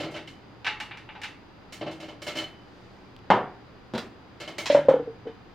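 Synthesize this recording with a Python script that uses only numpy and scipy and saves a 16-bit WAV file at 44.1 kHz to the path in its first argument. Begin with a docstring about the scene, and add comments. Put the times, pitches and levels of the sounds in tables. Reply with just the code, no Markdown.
"""A bottle gives hollow knocks, a damped cavity resonance, as bar tools are gathered in a small kitchen.
Before it, steel tins rattle on a shelf, glassware clinks, a mixing vessel lands hard on the counter,
a lid snaps home and a spoon clatters: each impact is a short pulse plus the object's decaying modes.
Hard walls add reverberation, heard from a few steps away. A sleeve swishes, fingers tick,
and a refrigerator hums underneath."""
import sys
import numpy as np
from scipy import signal
from scipy.fft import rfft, irfft
from scipy.io import wavfile
from scipy.ndimage import map_coordinates

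SR = 44100
rng = np.random.default_rng(int(sys.argv[2]) if len(sys.argv) > 2 else 0)


def generate_wav(signal):
    """Clip the signal to [-1, 1] and save it as 16-bit WAV at the path in sys.argv[1]."""
    frames = np.transpose(np.atleast_2d(signal))
    scaled = np.clip(frames, -1, 1) * 32767
    pcm = np.round(scaled).astype(np.int16)
    wavfile.write(sys.argv[1], SR, pcm)


N = 244314
SIZE = 32768   # samples in one impact
AGE, HZ = np.arange(SIZE) / SR, np.maximum(np.fft.rfftfreq(SIZE, 1 / SR), 1)
SCENE_S, SCENE_HZ = np.arange(N) / SR, np.fft.rfftfreq(N, 1 / SR)


def from_db(db):
    """Amplitude ratio of a level in decibels."""
    return 10 ** (np.asarray(db) / 20)


def at_hz(points, hz):
    """Interpolation on a log-frequency axis."""
    points = np.array(points)
    return np.interp(np.log(np.maximum(hz, 1)), np.log(points[:, 0]), points[:, 1])


def add(track, start_s, sound):
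    """Superposition: a sound adds to the track from its onset."""
    start = max(round(start_s * SR), 0)
    track[..., start:start + SIZE] += sound[..., :N - start]


def ring(hz, t60_s, phase=0):
    """Damped oscillation: a unit sine that falls 60 dB in t60_s."""
    return np.sin(2 * np.pi * hz * AGE + phase) * from_db(-60 * AGE / t60_s)


def wobble(along, step):
    """Smooth random variation: a spline through Gaussian values one step apart."""
    return map_coordinates(rng.standard_normal(4096), [along / step], order=3, mode="wrap")


def stereo_noise(size, coherence):
    """Partial coherence: a white noise spectrum whose two channels share a common part."""
    mid, side = rfft(rng.standard_normal((2, size)))
    alike = np.clip(at_hz(coherence, np.fft.rfftfreq(size, 1 / SR)), 0, 1)
    return np.sqrt((1 + alike) / 2) * mid + np.sqrt((1 - alike) / 2) * side * [[1], [-1]]


# spectrum of the room's air: frequency_hz, density_db
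AIR_SPECTRUM = [(12, -33.5), (20, 0.5), (34, -8.5), (70, -14), (90, -2), (122, -0.5), (144, -8),
                (191, -0.5), (232, -6), (282, -2.5), (667, -12), (767, -9.5), (1200, -13), (4680, -27.5),
                (7110, -42.5), (15500, -95)]
# its left-right likeness: frequency_hz, coherence_ratio
AIR_COHERENCE = [(60, 0.76), (180, 0.72), (550, 0.5), (1650, 0.4), (4970, 0.08), (15000, 0.24)]

def air(rms_db=-49.5):
    """Stationary noise, strongest in the bass."""
    noise = irfft(stereo_noise(N, AIR_COHERENCE) * from_db(at_hz(AIR_SPECTRUM, SCENE_HZ)), N)
    return from_db(rms_db) * noise / noise.std()


# refrigerator tones: pitch_hz, rms_db
HUM_TONES = [(70.0, -64), (118.4, -62), (285.3, -70.5)]
WHINE_TONES = [(4823, -74)]

def refrigerator(waver_rad=0.13):
    """Phase modulation: each steady tone wavers as its phase takes a random walk."""
    out = 0
    for hz, db in [*HUM_TONES, *WHINE_TONES]:
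        walk = np.cumsum(rng.normal(0, waver_rad, 60))
        phase = np.interp(SCENE_S, np.linspace(0, SCENE_S[-1], 60), walk)
        out = out + from_db(db) * np.sqrt(2) * np.sin(2 * np.pi * hz * SCENE_S + phase)
    return out


# reverberation time of the kitchen: frequency_hz, t60_s
ROOM_DECAY = [(100, 0.37), (260, 0.52), (700, 0.32), (1840, 0.4), (4850, 0.25), (12800, 0.29)]
# left-right likeness in the room: frequency_hz, coherence_ratio
ROOM_COHERENCE = [(150, .998), (700, 0.99), (2200, 0.94), (4500, 0.71), (8000, 0.46), (14000, 0.082)]

def reverberation(sound, build_s=0.0028, grain_db=0.5, grain_s=0.14):
    """Convolution with a diffuse tail in which each third octave decays at its own rate."""
    grain = from_db(grain_db * np.exp(-AGE / grain_s) * wobble(AGE, .0008))
    noise = rfft(irfft(stereo_noise(SIZE, ROOM_COHERENCE)) * grain)
    edges_hz = np.r_[0, np.geomspace(140, 18000, 22)]
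    tail = 0
    for low, high in zip(edges_hz, edges_hz[1:]):
        inside = (HZ >= low) & (HZ < high)
        decay = from_db(-60 * AGE / at_hz(ROOM_DECAY, (low + high) / 2))
        band = irfft(noise * inside) * decay * (1 - np.exp(-AGE / build_s))
        tail = tail + band * np.sqrt(2 * inside.mean() / np.sum(band ** 2))   # unit gain per band
    return signal.fftconvolve(sound[None], tail, axes=1)[:, :SIZE]


def sleeve(peak_s=2.84, width_s=0.27, gain_db=-58, band_hz=(2200, 5000)):
    """Friction noise: a jacket sleeve swishes as the arm swings round."""
    bandpass = signal.butter(2, band_hz, "band", fs=SR, output="sos")
    rub = signal.sosfilt(bandpass, irfft(stereo_noise(N, ROOM_COHERENCE), N))
    return from_db(gain_db) * rub * np.exp(-((SCENE_S - peak_s) / width_s) ** 2)


# light touches of the fingers: start_s, level_db
FINGER_TICKS = [(3.165, -33), (3.191, -40)]

def fingers(pitch_hz=3200, t60_s=0.0026):
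    """Heavy damping: a tone that dies in a few cycles is heard as a dry tick."""
    out = np.zeros((2, N))
    for start_s, db in FINGER_TICKS:
        add(out, start_s, from_db(db) * ring(pitch_hz, t60_s))
    return out


def click(gain):
    """Minimum phase: the most compact causal pulse with this spectrum."""
    cepstrum = irfft(np.log(gain + 1e-9))
    cepstrum[1:SIZE // 2] *= 2
    cepstrum[SIZE // 2 + 1:] = 0
    return irfft(np.exp(rfft(cepstrum)))


def smear(sound, feedback=0.8):
    """All-pass scattering: nearby surfaces spread a click in time without colouring it."""
    spectrum = rfft(sound)
    for lag in rng.integers(20, 110, 3):
        delay = np.exp(-2j * np.pi * HZ * lag / SR)
        spectrum = spectrum * (delay - feedback) / (1 - feedback * delay)
    return irfft(spectrum)


def double_touches(hits, change_db):
    """Repeated contact: a rocking object touches twice; offsets within 5 ms count as one touch."""
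    touches = []
    for start_s, *levels_db, offset_s in hits:
        touches.append((start_s, *levels_db))
        if abs(offset_s) > .005:
            touches.append((start_s + offset_s, *np.add(levels_db, change_db)))
    return touches


# bass, mid and treble bands of an impact: low_hz, high_hz
IMPACT_BANDS = [(150, 900), (1500, 5000), (7000, 16000)]

def impacts(hits, colour, modes, click_db, click_room_db, ring_db, ring_room_db, scatter_db):
    """Impulse response: each touch is a click plus free modes; its hardness sets bass and treble."""
    out = np.zeros((2, N))
    jagged_db = 2.5 * wobble(HZ, 55) * np.clip(HZ / 4000, 0, 1)   # countless weak upper modes
    body = from_db(at_hz(colour, HZ) + jagged_db)
    band_power = [np.sum(body[(HZ > low) & (HZ < high)] ** 2) / len(HZ) for low, high in IMPACT_BANDS]
    for start_s, mid_db, bass_db, treble_db in hits:
        bass, mid, treble = np.array([bass_db, mid_db, treble_db]) - 10 * np.log10(band_power)
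        tilt_db = at_hz([(750, bass), (1700, mid), (3600, mid), (9000, treble)], HZ)
        pulse = click(body * from_db(tilt_db))
        force = [(900, bass_db), (1400, mid_db), (4000, mid_db), (9000, treble_db)]
        tone = 0
        for hz, db, t60_s in modes:
            gain = from_db(at_hz(force, hz) + db + rng.normal(0, scatter_db))
            tone = tone + gain * ring(hz, t60_s, np.pi * rng.integers(2))
        near = smear(from_db(click_db) * pulse + from_db(ring_db) * tone)
        room = reverberation(from_db(click_room_db) * pulse + from_db(ring_room_db) * tone)
        add(out, start_s, near + room)
    return out


# the lid pressed down: start_s, mid_db, bass_db, treble_db
LID_SNAPS = [(3.9373, -40, -28, -61), (3.9505, -34, -27, -58), (3.9791, -31.5, -30.5, -48)]
# its click: frequency_hz, density_db
LID_SPECTRUM = [(41, -37), (70, -16.5), (207, -4), (381, -4.5), (436, -10), (478, -3), (572, -5.5),
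                (899, -11), (1210, -12), (1410, -11.5), (2850, -18.5), (3490, -14), (15500, -53)]
# its modes: pitch_hz, level_db, t60_s
LID_RESONANCES = [(223, 6, 0.11), (379.2, -1, 0.11), (470, 5.5, 0.083), (627, -7, 0.18), (926, -4.5, 0.18),
                  (1435, 1, 0.15), (3414, -1, .14), (3970, 0, 0.11), (4812, -2, 0.13)]

def lid():
    """Impulsive excitation: a lid snaps home and its well-damped modes die quickly."""
    return impacts(LID_SNAPS, LID_SPECTRUM, LID_RESONANCES,
                   click_db=23, click_room_db=22, ring_db=-5, ring_room_db=-32, scatter_db=0.7)


# the spoon among other utensils: start_s, mid_db, bass_db, treble_db
SPOON_CLINKS = [(4.658, -21.5, -31.5, -39), (4.700, -19.5, -43, -64.5), (4.719, -32, -50, -44)]
# its click: frequency_hz, density_db
SPOON_SPECTRUM = [(590, -21.5), (1000, -5.5), (1190, -12), (1970, -4), (3650, -8.5), (3960, -4.5),
                  (4650, -10), (5460, -5.5), (15500, -40)]
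# its modes: pitch_hz, level_db, t60_s
SPOON_RESONANCES = [(1990, 3, 0.12), (2524, 0.5, 0.17), (2820, -7, 0.15), (3090, -7, 0.11),
                    (3280, -2, 0.16), (3700, -8.5, 0.13), (3857, -10, 0.14), (5250, -3, 0.29),
                    (7660, -2, 0.11), (8088, -5.5, 0.19), (9400, -9, .42)]

def spoon():
    """Inharmonic vibration: a struck bar spoon rings in high, unevenly spaced modes."""
    return impacts(SPOON_CLINKS, SPOON_SPECTRUM, SPOON_RESONANCES,
                   click_db=15.5, click_room_db=21.5, ring_db=-13, ring_room_db=-25.5, scatter_db=2.5)


# two shaker tins meeting rim to rim: start_s, large_tin_db, small_tin_db
RIM_TOUCHES = [(0.276, -52, -43), (1.724, -52, -62), (2.096, -67, -45), (2.22, -47, -68), (2.279, -50, -43),
               (2.353, -52, -44), (2.373, -39, -36.5), (2.388, -61, -31.5), (2.441, -69, -35),
               (4.477, -60, -41), (4.585, -30.5, -41)]
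# rim modes of each tin: pitch_hz, level_db, t60_s
LARGE_RIM = [(2148, 0, 0.27), (2290, -3.5, .2), (4000, -10, 0.25), (4360, -16, .25), (6300, -15.5, .3),
             (9400, -30, 0.41), (13200, -42, .6)]
SMALL_RIM = [(3020, 2, .15), (3025, -17, 0.58), (3200, -13, 0.13), (4210, -11, 0.19)]

def tin_rims(room_db=-13, beat_hz=19, twin_db=-12):
    """Beating: the rims sing in close pairs of modes that interfere."""
    out = np.zeros((2, N))
    for start_s, *strengths_db in RIM_TOUCHES:
        ping = 0
        for strength_db, rim in zip(strengths_db, (LARGE_RIM, SMALL_RIM)):
            for hz, db, t60_s in rim:
                phase = 2 * np.pi * hz * start_s   # each strike feeds the same ring
                twin = from_db(twin_db) * ring(hz + beat_hz, t60_s, phase)
                ping = ping + from_db(strength_db + db) * (ring(hz, t60_s, phase) + twin)
        add(out, start_s, ping + from_db(room_db) * reverberation(ping))
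    return out


# tins touching each other and the shelf: start_s, mid_db, bass_db, treble_db, rebound_after_s
TIN_CLANKS = [(0.0014, -28.5, -25.5, -47.5, .031), (0.1114, -44, -38, -53, 0.0019),
              (0.1407, -33, -29, -58, 0.00037), (0.2743, -37.5, -69, -54, 0),
              (1.724, -33.5, -43.5, -42, 0.00013), (1.8114, -31.5, -23, -63, 0.0015),
              (1.8644, -35, -28, -63, .0085), (1.9124, -39, -53, -52, 0), (2.0014, -36, -36.5, -51.5, .025),
              (2.085, -38.5, -33.5, -59, 0.00023), (2.2189, -34, -37.5, -43, 0.000092),
              (2.2674, -26.5, -30.5, -40, .011), (2.3554, -30, -29.5, -46, 0.00046),
              (2.369, -27, -31.5, -39, .019), (4.4014, -32.5, -37, -47.5, .0115),
              (4.4767, -32, -31, -49, 0.0019), (4.5823, -25.5, -29.5, -36, 0.0036)]
# the rebound against the first touch: mid_db, bass_db, treble_db
TIN_REBOUND_DB = (-0.6, -0.5, -6.5)
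# a tin's click: frequency_hz, density_db
TIN_SPECTRUM = [(59, -42), (100, -9), (156, -8), (214, -10.5), (319, -3.5), (508, -6), (601, -2),
                (1040, -12), (2000, -13), (2130, -9.5), (2520, -15), (2990, -8), (3610, -16), (4100, -14),
                (15500, -51)]
# its modes: pitch_hz, level_db, t60_s
TIN_RESONANCES = [(153.8, -17.5, 0.87), (321, -5, 0.35), (594, 0.5, 0.13), (1327, -14.5, 0.29),
                  (1735, -11, 0.16), (2146, -6.5, 0.18), (2690, -8, 0.071), (2970, -11, 0.13),
                  (3044, -6, 0.12), (3860, -31, 0.2), (5500, -9, 0.087), (6800, -15, 0.1)]

def steel_tins():
    """Shell vibration: steel tins clank, and one that rocks lands again on its other edge."""
    return impacts(double_touches(TIN_CLANKS, TIN_REBOUND_DB), TIN_SPECTRUM, TIN_RESONANCES,
                   click_db=10.5, click_room_db=21, ring_db=-5, ring_room_db=-17, scatter_db=1.5)


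# glassware landing on the shelf: start_s, mid_db, bass_db, treble_db, graze_offset_s
GLASS_CLINKS = [(0.1645, -32, -46, -55, -.0125), (0.666, -17.5, -29.5, -48.5, -.020),
                (0.8016, -27, -36, -46, 0), (0.9113, -32.5, -43, -89, 0), (0.9724, -37.5, -48, -60.5, 0),
                (1.0899, -37, -46.5, -111, 0), (1.1523, -39, -39, -84, 0),
                (1.2346, -26.5, -40.5, -47, -.018)]
# the graze against the landing: mid_db, bass_db, treble_db
GRAZE_DB = (-7.5, -8, -4)
# a glass's click: frequency_hz, density_db
GLASS_SPECTRUM = [(180, -50), (300, -18), (641, -12.5), (835, -1), (1030, -7.5), (1510, -6.5), (2070, -5),
                  (2280, -1), (2480, -11.5), (2690, -4), (3340, -9), (4420, -15), (15500, -58)]
# its modes: pitch_hz, level_db, t60_s
GLASS_RESONANCES = [(853.6, 5.5, 0.3), (1537, -2, 0.15), (1740, -3, 0.098), (1853, -2.5, 0.1),
                    (2260, -4, .11), (2363, -0.5, .14), (2450, -9, 0.18), (2606, -8, 0.19),
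                    (2860, -1.5, 0.21), (3500, -19, 0.19), (4420, -17.5, 0.47)]

def glassware():
    """Free vibration: a glass rings as it lands, at times grazing its neighbour just before."""
    return impacts(double_touches(GLASS_CLINKS, GRAZE_DB), GLASS_SPECTRUM, GLASS_RESONANCES,
                   click_db=17.5, click_room_db=21, ring_db=-9.5, ring_room_db=-37, scatter_db=1.5)


# the vessel landing: start_s, mid_db, bass_db, treble_db
VESSEL_LANDINGS = [(3.3028, -17.5, -9, -51), (3.3075, -28.5, -20, -67)]
# a blow on a hard surface: frequency_hz, density_db
THUD_SPECTRUM = [(41, -32), (70, -12), (135, -6), (169, -9), (193, -4), (232, -5.5), (381, -1.5),
                 (467, -0.5), (899, 3.5), (1030, -3.5), (1210, -7.5), (2780, -25), (3120, -22.5),
                 (4900, -38.5), (15500, -78)]
# modes of the vessel on the counter: pitch_hz, level_db, t60_s
VESSEL_RESONANCES = [(202.8, -3, 0.4), (377, 1.5, 0.21), (745, -6, 0.54), (833, -24, 0.43), (980, 1, 0.31),
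                     (972, -1.5, 0.27), (1120, -16, 0.23), (1263, 7, 0.28), (1800, -12, 0.48),
                     (1900, -13, 0.42), (2126, 8, 0.12), (3111, -10, 0.19)]

def mixing_vessel():
    """Broadband excitation: a hard landing on the counter sets low and middle modes ringing."""
    return impacts(VESSEL_LANDINGS, THUD_SPECTRUM, VESSEL_RESONANCES,
                   click_db=21.5, click_room_db=23.5, ring_db=-15.5, ring_room_db=-28.5, scatter_db=0.5)


# bumps of the bottle's base: start_s, mid_db, bass_db, treble_db
BASE_BUMPS = [(4.7475, -25.5, -25, -48), (4.886, -27.5, -18, -50), (5.271, -43.5, -47, -75.5)]
# its modes: pitch_hz, level_db, t60_s
BASE_RESONANCES = [(148.8, -3.5, 0.62), (290.2, -8.5, 0.57), (906, -11.5, 0.27), (972, 3, 0.16),
                   (1047, -4.5, 0.14), (1630, -7, 0.2), (3020, -5.5, 0.37)]

def bottle_base():
    """Contact transient: the bottle's base thuds and rings against a hard surface."""
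    return impacts(BASE_BUMPS, THUD_SPECTRUM, BASE_RESONANCES,
                   click_db=14, click_room_db=22, ring_db=-11.5, ring_room_db=-18.5, scatter_db=4)


# hollow knocks of the bottle: start_s, level_db
BOTTLE_KNOCKS = [(4.700, -4.5), (4.747, 0.5), (4.789, -13.5), (4.850, -27.5), (4.885, 2.5), (4.939, -6),
                 (4.996, -17.5), (5.073, -24), (5.255, -32.5), (5.267, -21.5)]

def bottle_cavity(first_hz=580.8, lowest_hz=458.3, sag_start_s=4.81, sag_hz_per_s=567,
                  swell_s=0.0016, room_db=-19, echo_s=.0245, echo_db=-8):
    """Cavity resonance: each knock booms, on a note that holds, then sinks as the bottle is moved."""
    out = np.zeros((2, N))
    for start_s, db in BOTTLE_KNOCKS:
        hz = max(first_hz - sag_hz_per_s * max(start_s - sag_start_s, 0), lowest_hz)
        t60_s = 0.064 * from_db(-0.21 * db)   # softer knocks ring longer
        overtone = from_db(-21) * ring(1.6 * hz, t60_s)
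        boom = from_db(db) * (ring(hz, t60_s) + overtone)
        thump = from_db(-19 + 0.54 * db) * ring(hz=297, t60_s=0.078)
        knock = (boom + thump) * (1 - np.exp(-AGE / swell_s))
        add(out, start_s, knock + from_db(room_db) * reverberation(knock))
        add(out, start_s + echo_s, from_db(echo_db) * knock)   # a wall throws the boom back
    return out


# microphone response: frequency_hz, gain_db
MIC_RESPONSE = [(40, -14), (110, 0.5), (10500, -2), (13500, 1.5), (16000, 8)]
# balance of the handling sounds: frequency_hz, left_minus_right_db
BALANCE = [(100, 0.5), (2500, 0), (4500, -2), (6800, -7.5), (9500, -6), (13000, 0)]

def scene():
    """Superposition: the handling, brighter on the right, adds to the steady background."""
    handling = steel_tins() + spoon() + glassware() + mixing_vessel() + lid()
    handling += bottle_base() + bottle_cavity() + tin_rims() + fingers() + sleeve()
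    lean_db = at_hz(BALANCE, SCENE_HZ) / 2
    response = from_db(at_hz(MIC_RESPONSE, SCENE_HZ) + np.array([lean_db, -lean_db]))
    return irfft(rfft(handling) * response, N) + air() + refrigerator()


def record(dry, hiss_db=-81, cutoff_hz=15900):
    """Self-noise, saturation and band limit: faint hiss is added, peaks round off and the top is cut."""
    live = dry + from_db(hiss_db) * rng.standard_normal((2, N))
    rounded = live / (1 + live ** 4) ** (1 / 4)
    return signal.sosfilt(signal.ellip(10, .2, 70, cutoff_hz, fs=SR, output="sos"), rounded)


dry = scene()
out = record(dry)
generate_wav(out)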